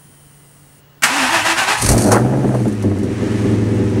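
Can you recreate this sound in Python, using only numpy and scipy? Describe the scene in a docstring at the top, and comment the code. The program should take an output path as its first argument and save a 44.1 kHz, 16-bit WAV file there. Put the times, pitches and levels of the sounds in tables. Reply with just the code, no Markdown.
"""A V8 car's cold start

Beside the tailpipe, on a driveway, the fuel pump whines. The starter slams in and its gear teeth grind
against each compression (a piston squeezing air). The engine catches with a metallic rattle and a bark,
flares roughly and settles into a loud, lumpy idle as eight unequal cylinders puff through the pipe."""
import sys
import numpy as np
from scipy import signal
from scipy.fft import rfft, irfft, next_fast_len
from scipy.io import wavfile
from scipy.ndimage import uniform_filter1d, map_coordinates

SR = 44100
rng = np.random.default_rng(int(sys.argv[2]) if len(sys.argv) > 2 else 0)


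def unload_wav(signal):
    """Save mono or channel-first audio to the path in sys.argv[1] as 16-bit WAV at rate SR, clipped to [-1, 1]."""
    wavfile.write(
        sys.argv[1],
        SR,
        np.round(np.clip(np.atleast_2d(signal).T, -1, 1) * 32767).astype(np.int16),
    )


N = 176400
T = np.arange(N) / SR

# bright tone colour of struck engine metal: f/Hz, level/dB
METAL_COLOUR = [(2000, -5), (3500, -15), (4500, -2), (5100, -7.5), (6000, 0), (7400, -4.5), (9000, 1.5),
                (10200, -3.5), (11500, -9), (15500, -28)]


def amp(db):
    """Turn decibels into a gain."""
    return 10 ** (np.asarray(db) / 20)


def unit(x):
    """Scale to an average (rms) level of 1."""
    return x / np.sqrt(np.mean(x ** 2) + 1e-20)


def sine(turns):
    """A pure tone with one wave per turn."""
    return np.sin(2 * np.pi * turns)


def curve(rows, axis=1):
    """Follow one column of a table over time."""
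    rows = np.array(rows)
    return np.interp(T, rows[:, 0], rows[:, axis])


def level(rows):
    """Gain from rows of t/s, level/dB, fading in just before the first."""
    return amp(curve(rows)) * np.clip((T - rows[0][0]) / .01 + 1, 0, 1)


def wobble(rate):
    """A smooth curve through `rate` random values a second."""
    return map_coordinates(rng.standard_normal(4000), [T * rate], mode="wrap")


def colour(x, points):
    """Filter a sound to the tone colour given by rows of f/Hz, level/dB."""
    size = 2 * next_fast_len(N // 2 + 8192)
    f, db = np.transpose(points)
    hz = np.fft.rfftfreq(size, 1 / SR)
    log_response = irfft(np.log(amp(np.interp(np.log(hz + 1), np.log(f + 1), db))))
    # make the filter ring after each hit, never before
    log_response[1:size // 2] *= 2
    log_response[size // 2 + 1:] = 0
    return irfft(rfft(x, size) * np.exp(rfft(log_response)))[:N]


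def noise(points):
    """Noise of the given tone colour, at an average level of 1."""
    return unit(colour(rng.standard_normal(N), points))


def steady(x, span_s=0.27):
    """Even out slow changes in loudness."""
    power = np.abs(uniform_filter1d(uniform_filter1d(x * x, int(span_s * SR)), int(span_s * SR / 2)))
    return x / np.sqrt(power + power.mean() / 1000)


def beats(turns):
    """The samples at which a running count passes a whole number."""
    return np.flatnonzero(np.diff(np.floor(turns)) > 0)


def pulses(at, sizes):
    """Sharp clicks that may fall between samples."""
    taps = np.floor(at).astype(int)[:, None] + np.arange(-7, 9)
    offset = taps - at[:, None]
    clicks = sizes[:, None] * np.sinc(offset) * np.sinc(offset / 8)
    return np.bincount(np.clip(taps, 0, N).ravel(), clicks.ravel(), N + 1)[:N]


def blows(rows, fade_s, attack_s=.001):
    """Gain of sudden hits that each die away by 60 dB in fade_s."""
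    ages = [(np.maximum(T - s, 0), db) for s, db in rows]
    return np.sqrt(sum((amp(db - 60 * t / fade_s) * (1 - np.exp(-t / attack_s))) ** 2 for t, db in ages))


def fuel_pump(stop_s=.82):
    """The pump primes the engine with two sagging whines, a few steady tones and a hiss."""
    # its high and low whines: t/s, f/Hz, level/dB
    high_whine = [(0, 9650, -53), (.2, 9400, -53), (.33, 8920, -56), (.5, 8650, -56), (.78, 7800, -76),
                  (.82, 7650, -90)]
    low_whine = [(0, 3150, -67), (.22, 3060, -62), (.45, 2900, -65), (.7, 2830, -71), (0.919, 2880, -59),
                 (1.05, 2880, -90)]
    # its steady tones and the colour of its hiss: f/Hz, level/dB
    steady_tones = [(2030, -68), (5980, -71), (8580, -63), (9570, -61)]
    hiss_colour = [(1470, -43), (2500, -19), (3060, -13), (3480, -20), (4450, -13), (7300, -8.5),
                   (7930, -4), (8550, 1), (9420, -1), (15000, -18)]
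    whine = 0
    for rows in (high_whine, low_whine):
        pitch_hz = curve(rows) * (1 + 0.0184 * wobble(900))
        whine += amp(curve(rows, axis=2)) * sine(np.cumsum(pitch_hz) / SR)
    tones = sum(amp(db + 2 * wobble(11)) * np.sin(2 * np.pi * hz * T + wobble(200))
                for hz, db in steady_tones)
    running = np.clip((stop_s - T) / .03, 0, 1)
    return whine + (amp(-54) * noise(hiss_colour) + tones) * running


def yard(hum_hz=144):
    """Quiet outdoor air with a low hum."""
    # colour of the air: f/Hz, level/dB
    air_colour = [(15, -36), (25, -14), (112, -9.5), (150, -9.5), (293, -14.5), (335, -18), (427, -15),
                  (501, -19), (1910, -24), (2430, -29.5), (2850, -26), (3630, -31.5), (15000, -38.5)]
    hum = amp(-47.5 + 0.2 * wobble(8)) * (sine(hum_hz * T) + amp(-13.5) * sine(2 * hum_hz * T))
    return hum + amp(-50.5) * noise(air_colour)


def recorder_tone(recorder_tone_hz=15670):
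    """A faint, thin, high electronic tone from the recorder, dropping away as the starter engages."""
    # the tone: t/s, level/dB
    recorder_tone_level = [(0, -55), (.3, -56), (1.0, -56), (1.1, -91), (4, -75)]
    return level(recorder_tone_level) * sine(recorder_tone_hz * T)


def starter():
    """The starter's small gear slams in, then its teeth strike and scrape the engine's big ring gear."""
    # the magnetic switch hits, then the small gear: t/s, level/dB
    engage_hits = [(1.0215, -18), (1.0335, -4)]
    # colours of those hits and of the metal housing: f/Hz, level/dB
    clash_colour = [(88, -58), (150, -13.5), (263, -9.5), (462, -41), (736, -24), (1370, -3.5),
                    (1870, -0.5), (3350, -11), (3620, -14.5), (8330, -11), (15500, -29.5)]
    housing_colour = [(88, -47), (150, -15.5), (217, -8), (258, -16), (332, -4), (359, -13), (453, -19),
                      (860, 0.5), (1340, -3), (1760, 1), (2140, -4), (2700, -3), (2920, -7.5),
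                      (3910, -10.5), (6230, -13.5), (9540, -16.5), (15500, -37)]
    # how often the teeth meet: t/s, f/Hz
    tooth_rate = [(1.04, 188), (1.1, 244), (1.17, 296), (1.23, 256), (1.28, 246), (1.32, 338), (1.37, 330),
                  (1.42, 296), (1.48, 338), (1.55, 330), (1.6, 390), (1.66, 365), (1.71, 422), (1.9, 424)]
    # grinding that swells at each compression, motor groan and gear whine: t/s, level/dB
    grind_level = [(1.02, -59), (1.032, -19.5), (1.07, -17), (1.12, -17), (1.24, -14.5), (1.305, -18.5),
                   (1.35, -12.5), (1.4, -17), (1.44, -21.5), (1.462, -13.5), (1.518, -14), (1.56, -23.5),
                   (1.582, -13), (1.642, -17), (1.665, -22.5), (1.686, -14), (1.726, -14.5), (1.77, -21.5),
                   (1.87, -26), (2.0, -34), (2.2, -63)]
    groan_level = [(1.03, -60), (1.12, -26), (1.23, -19.5), (1.29, -29), (1.35, -19.5), (1.45, -33),
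                   (1.53, -21), (1.6, -44), (1.71, -27), (1.8, -45), (1.9, -95)]
    whine_level = [(1.05, -40), (1.1, -33), (1.17, -33), (1.25, -23), (1.32, -34), (1.8, -38), (1.9, -99)]
    turns = np.cumsum(curve(tooth_rate) * (1 + .012 * wobble(70))) / SR
    at = beats(turns)
    early_late, size_db = rng.standard_normal((2000, 2))[:len(at)].T
    teeth = pulses(at + early_late * SR * .00005, amp(size_db))
    scrape = rng.standard_normal(N) * amp(1.2 * np.cos(2 * np.pi * turns) + 0.67 * wobble(250))
    groan = level(groan_level) * sine(turns)
    whine = level(whine_level) * amp(1.3 * wobble(60)) * (sine(10 * turns) + .5 * sine(6 * turns))
    gears = amp(-10.5) * unit(colour(teeth, housing_colour))
    gears += amp(-1.5) * unit(colour(scrape, housing_colour))
    gears += amp(-6) * housing_ring(unit(teeth) + unit(scrape))
    clash = noise(clash_colour) + amp(-13) * housing_ring(rng.standard_normal(N))
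    return level(grind_level) * gears + groan + whine + blows(engage_hits, fade_s=.13) * clash


def housing_ring(x):
    """The metal housing around the starter and its gears rings at two pitches when shaken."""
    # its ringing notes: f/Hz, width/Hz, level/dB
    notes = [(856, 264, 5), (1542, 84, 14.5)]
    f = np.fft.rfftfreq(N, 1 / SR)
    response = sum((-1) ** k * amp(db) * 1j * f * width / (hz * hz - f * f + 1j * f * width)
                   for k, (hz, width, db) in enumerate(notes))
    return unit(irfft(rfft(x) * response, N))


def chuff():
    """The turning engine pushes air out of the pipe with a deep huff."""
    # the rush of air: t/s, level/dB
    air_level = [(1.1, -50), (1.35, -37.5), (1.76, -44), (1.83, -19), (1.92, -9), (1.98, -19), (2.14, -45),
                 (2.22, -66)]
    # its colour: f/Hz, level/dB
    air_colour = [(15, -36), (32, -16), (52, -3), (75, -12), (106, 4), (130, -4), (160, -22), (400, -50)]
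    return level(air_level) * noise(air_colour)


def exhaust(firings):
    """Eight unequal cylinders send pulses down the pipe, which rumbles, barks, booms and drones."""
    # the cylinders in firing order: strength/dB, travel time to the tailpipe/ms
    cylinders = [(3, 5.05), (-1.8, 2.194), (-1.5, 1.71), (3, 2.55), (1.5, 3.615), (0.8, 1.97), (-2.5, 5.08),
                 (3.5, 0.71)]
    # how much the firings vary at random: t/s, spread/dB
    unevenness = [(1.8, 3.5), (2.2, 2.5), (2.4, 2.6), (2.6, 7.5), (3.0, 4.5), (3.25, 3.7)]
    # colours of the pipe and the bark: f/Hz, level/dB
    pipe_colour = [(20, -56), (40, -13), (58, -4.5), (85, -16.5), (115, 6), (150, -14), (205, 7.5),
                   (255, -2), (300, 4.5), (340, -5.5), (385, 3), (450, -13.5), (497, -5), (540, -20),
                   (615, -17), (740, -45), (850, -20), (1000, -38.5), (1600, -53), (4000, -96)]
    bark_colour = [(25, -72), (150, -41), (400, 3), (620, 9), (760, 6), (850, 3), (1050, -6.5),
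                   (1500, -7.5), (2200, -22), (3000, -26), (5000, -43)]
    # the pipe's four sounds: t/s, level/dB
    rumble_level = [(1.78, -56), (1.84, -21), (1.9, -23), (1.97, -15), (2.05, -15.5), (2.15, -16.5),
                    (2.25, -20), (2.45, -18), (2.55, -20.5), (2.65, -19.5), (2.73, -20.5), (2.78, -21),
                    (2.86, -20), (2.92, -16), (2.98, -25), (3.04, -17), (3.1, -22), (3.3, -20), (3.5, -18),
                    (4.0, -19)]
    bark_level = [(1.82, -48), (1.92, -17), (2.01, -27.5), (2.09, -17), (2.125, -12), (2.17, -13),
                  (2.21, -28), (2.3, -24.5), (2.45, -26), (2.56, -26.5), (2.62, -33), (2.79, -38),
                  (2.9, -32), (2.97, -41), (3.15, -39), (3.27, -36.5), (4.0, -39)]
    boom_level = [(2.0, -33), (2.06, -23), (2.12, -13), (2.17, -13.5), (2.25, -16), (2.42, -16.5),
                  (2.6, -15.5), (2.76, -19.5), (2.9, -16.5), (3.0, -25), (3.15, -30)]
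    drone_level = [(2.9, -64), (3.1, -23), (3.3, -22.5), (3.55, -16.5), (4, -18)]
    at = beats(firings)
    size_db, lag_ms = np.array(cylinders)[np.arange(len(at)) % len(cylinders)].T
    early_late, extra_db = rng.standard_normal((600, 2))[:len(at)].T * curve(unevenness)[at]
    train = pulses(at + (lag_ms + 0.075 * early_late) * SR / 1000, amp(size_db + extra_db))
    low_cut = signal.butter(4, 20.5, "high", fs=SR, output="sos")
    piped = signal.sosfilt(low_cut, colour(muffler(train), pipe_colour))
    rumble = amp(2) * level(rumble_level) * steady(piped)
    puffs = signal.lfilter([1], [1, -np.exp(-1 / (0.007 * SR))], train)  # each pulse gets a 7 ms tail
    crack = steady(colour(train, bark_colour))
    rasp = steady(colour(puffs * rng.standard_normal(N), bark_colour))
    bark = level(bark_level) * (amp(-5) * crack + amp(-1) * rasp)
    boom = pipe_tone(rumble, firings, level(boom_level)) * amp(0.59 * wobble(30.44))
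    cycles = firings / len(cylinders)
    drone = pipe_tone(rumble, 10 * cycles, level(drone_level))
    return rumble + bark + boom + drone


def muffler(x):
    """Sound bounces inside the muffler, which smears each pulse without changing its colour."""
    # its chambers: round trip/ms, share reflected
    chambers = [(3.1, 0.59), (9.4, 0.46)]
    size = next_fast_len(N + 8192)
    spectrum = rfft(x, size)
    for trip_ms, reflection in chambers:
        delay = np.exp(-2j * np.pi * np.fft.rfftfreq(size, 1 / SR) * trip_ms / 1000)
        spectrum *= (delay - reflection) / (1 - reflection * delay)
    return irfft(spectrum, size)[:N]


def pipe_tone(rumble, turns, gain):
    """A pipe tone, lined up with the same pitch in the rumble so that the two add up."""
    tone = np.exp(2j * np.pi * turns)
    phase = np.angle(np.sum(gain * rumble / tone))
    return gain * np.real(tone * np.exp(1j * phase))


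def loose_metal(throb):
    """Loose metal rattles as the engine catches."""
    # single rattles and the chatter between them: t/s, level/dB
    rattle_hits = [(1.822, -16), (1.861, -11), (1.888, -6), (1.913, -10), (1.929, -17.5), (1.978, -13.5),
                   (2.017, -21), (2.117, -8.5), (2.134, -27), (2.163, -42)]
    chatter_level = [(1.78, -30), (1.83, -18), (1.92, -29), (1.95, -30), (2.0, -23.5), (2.05, -25),
                     (2.1, -30), (2.14, -23), (2.22, -50.5)]
    rattle = blows(rattle_hits, fade_s=0.058, attack_s=0.0017) * noise(METAL_COLOUR)
    chatter = unit(noise(METAL_COLOUR) * amp(2.2 * throb + 2.2 * wobble(200)))
    return rattle + level(chatter_level) * chatter


def engine_bay(throb):
    """The air intake hisses while the valves tick and sizzle."""
    # single ticks, intake hiss and valve sizzle: t/s, level/dB
    tick_hits = [(2.4783, -37), (2.5471, -33.5), (2.6793, -31), (2.7237, -34), (2.824, -29.5),
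                 (2.9851, -36), (3.0325, -34)]
    hiss_level = [(1.9, -62), (2.15, -42), (2.6, -40.5), (2.82, -39.5), (2.95, -42), (3.1, -38.5),
                  (3.25, -34), (3.45, -34), (3.7, -38), (4, -36.5)]
    sizzle_level = [(1.95, -64), (2.2, -40), (2.35, -50), (2.6, -44), (2.95, -64), (3.4, -45.5),
                    (3.65, -59), (4, -67.5)]
    # colour of the hiss: f/Hz, level/dB
    hiss_colour = [(600, -7.5), (1000, 2), (1440, -1), (1820, 2), (3500, -8.5), (5000, -12), (5600, -10.5),
                   (9000, -17.5), (12500, -60), (15500, -57)]
    ticks = amp(-1.5) * blows(tick_hits, fade_s=0.054) * noise(METAL_COLOUR)
    hiss = level(hiss_level) * unit(noise(hiss_colour) * amp(0.5 * throb + 0.74 * wobble(150)))
    sizzle = level(sizzle_level) * unit(noise(METAL_COLOUR) * amp(2 * throb + 1.3 * wobble(200)))
    return ticks + hiss + sizzle


def bangs(throb):
    """Unburnt fuel lights in the pipe with a blast, then a few hard firings pop."""
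    # the blast and the pops: t/s, level/dB
    blast_level = [(2.06, -34), (2.08, -46), (2.105, -48), (2.118, -15.5), (2.14, -18.5), (2.165, -14.5),
                   (2.19, -25), (2.24, -47), (2.3, -87)]
    pop_hits = [(2.336, -13.5), (2.518, -20), (2.547, -10.5), (2.681, -29.5), (2.826, -37), (2.913, -17.5),
                (3.031, -29)]
    # their colours: f/Hz, level/dB
    blast_colour = [(30, -64), (200, -7), (380, 2.5), (650, -17), (1000, -3), (1400, -4.5), (1900, -12),
                    (2600, -25), (5000, -40)]
    pop_colour = [(25, -55), (100, -5), (300, 1), (620, 3.5), (1000, -6.5), (1500, -13.5), (2500, -26),
                  (5000, -56)]
    pops = blows(pop_hits, fade_s=0.048, attack_s=0.00091) * noise(pop_colour)
    blast = level(blast_level) * unit(noise(blast_colour) * amp(4.5 * throb))
    return blast + pops


def wall_echo(x, delay_s=.006, fade_s=0.053):
    """The house wall throws back a short, blurred echo."""
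    t = T[:SR // 3]
    tail = rng.standard_normal(len(t)) * amp(-60 * t / fade_s) * (t > delay_s)
    return signal.fftconvolve(x, tail / np.linalg.norm(tail))[:N]


def scene():
    """Mix all the sounds; only the machinery echoes off the wall."""
    # engine speed as firings per second: t/s, f/Hz
    firing_rate = [(1.0, 2), (1.3, 8), (1.78, 11), (1.83, 40), (1.92, 68), (2.0, 97), (2.12, 106),
                   (2.22, 123), (2.31, 131.5), (2.41, 134.5), (2.5, 130), (2.6, 121), (2.7, 112),
                   (2.9, 99.5), (3.02, 93), (3.25, 88.3), (3.5, 86.5), (4.0, 84.4)]
    firings = np.cumsum(curve(firing_rate)) / SR  # running count
    throb = np.cos(2 * np.pi * firings)  # one swell per firing
    machinery = starter() + loose_metal(throb) + engine_bay(throb)
    echo = amp(-9) * wall_echo(machinery)
    tailpipe = exhaust(firings) + bangs(throb) + chuff()
    return (machinery + echo + tailpipe + fuel_pump() + yard() + recorder_tone())[None]


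def record(dry):
    """Round off the loudest peaks and cut the very highest treble."""
    ceiling, top_hz = 1.05, 15750
    rounded = dry / (1 + np.abs(dry / ceiling) ** 6) ** (1 / 6)
    size = next_fast_len(N + 8192)
    return irfft(rfft(rounded, size) * (np.fft.rfftfreq(size, 1 / SR) < top_hz), size)[:, :N]


dry = scene()
out = record(dry)
unload_wav(out)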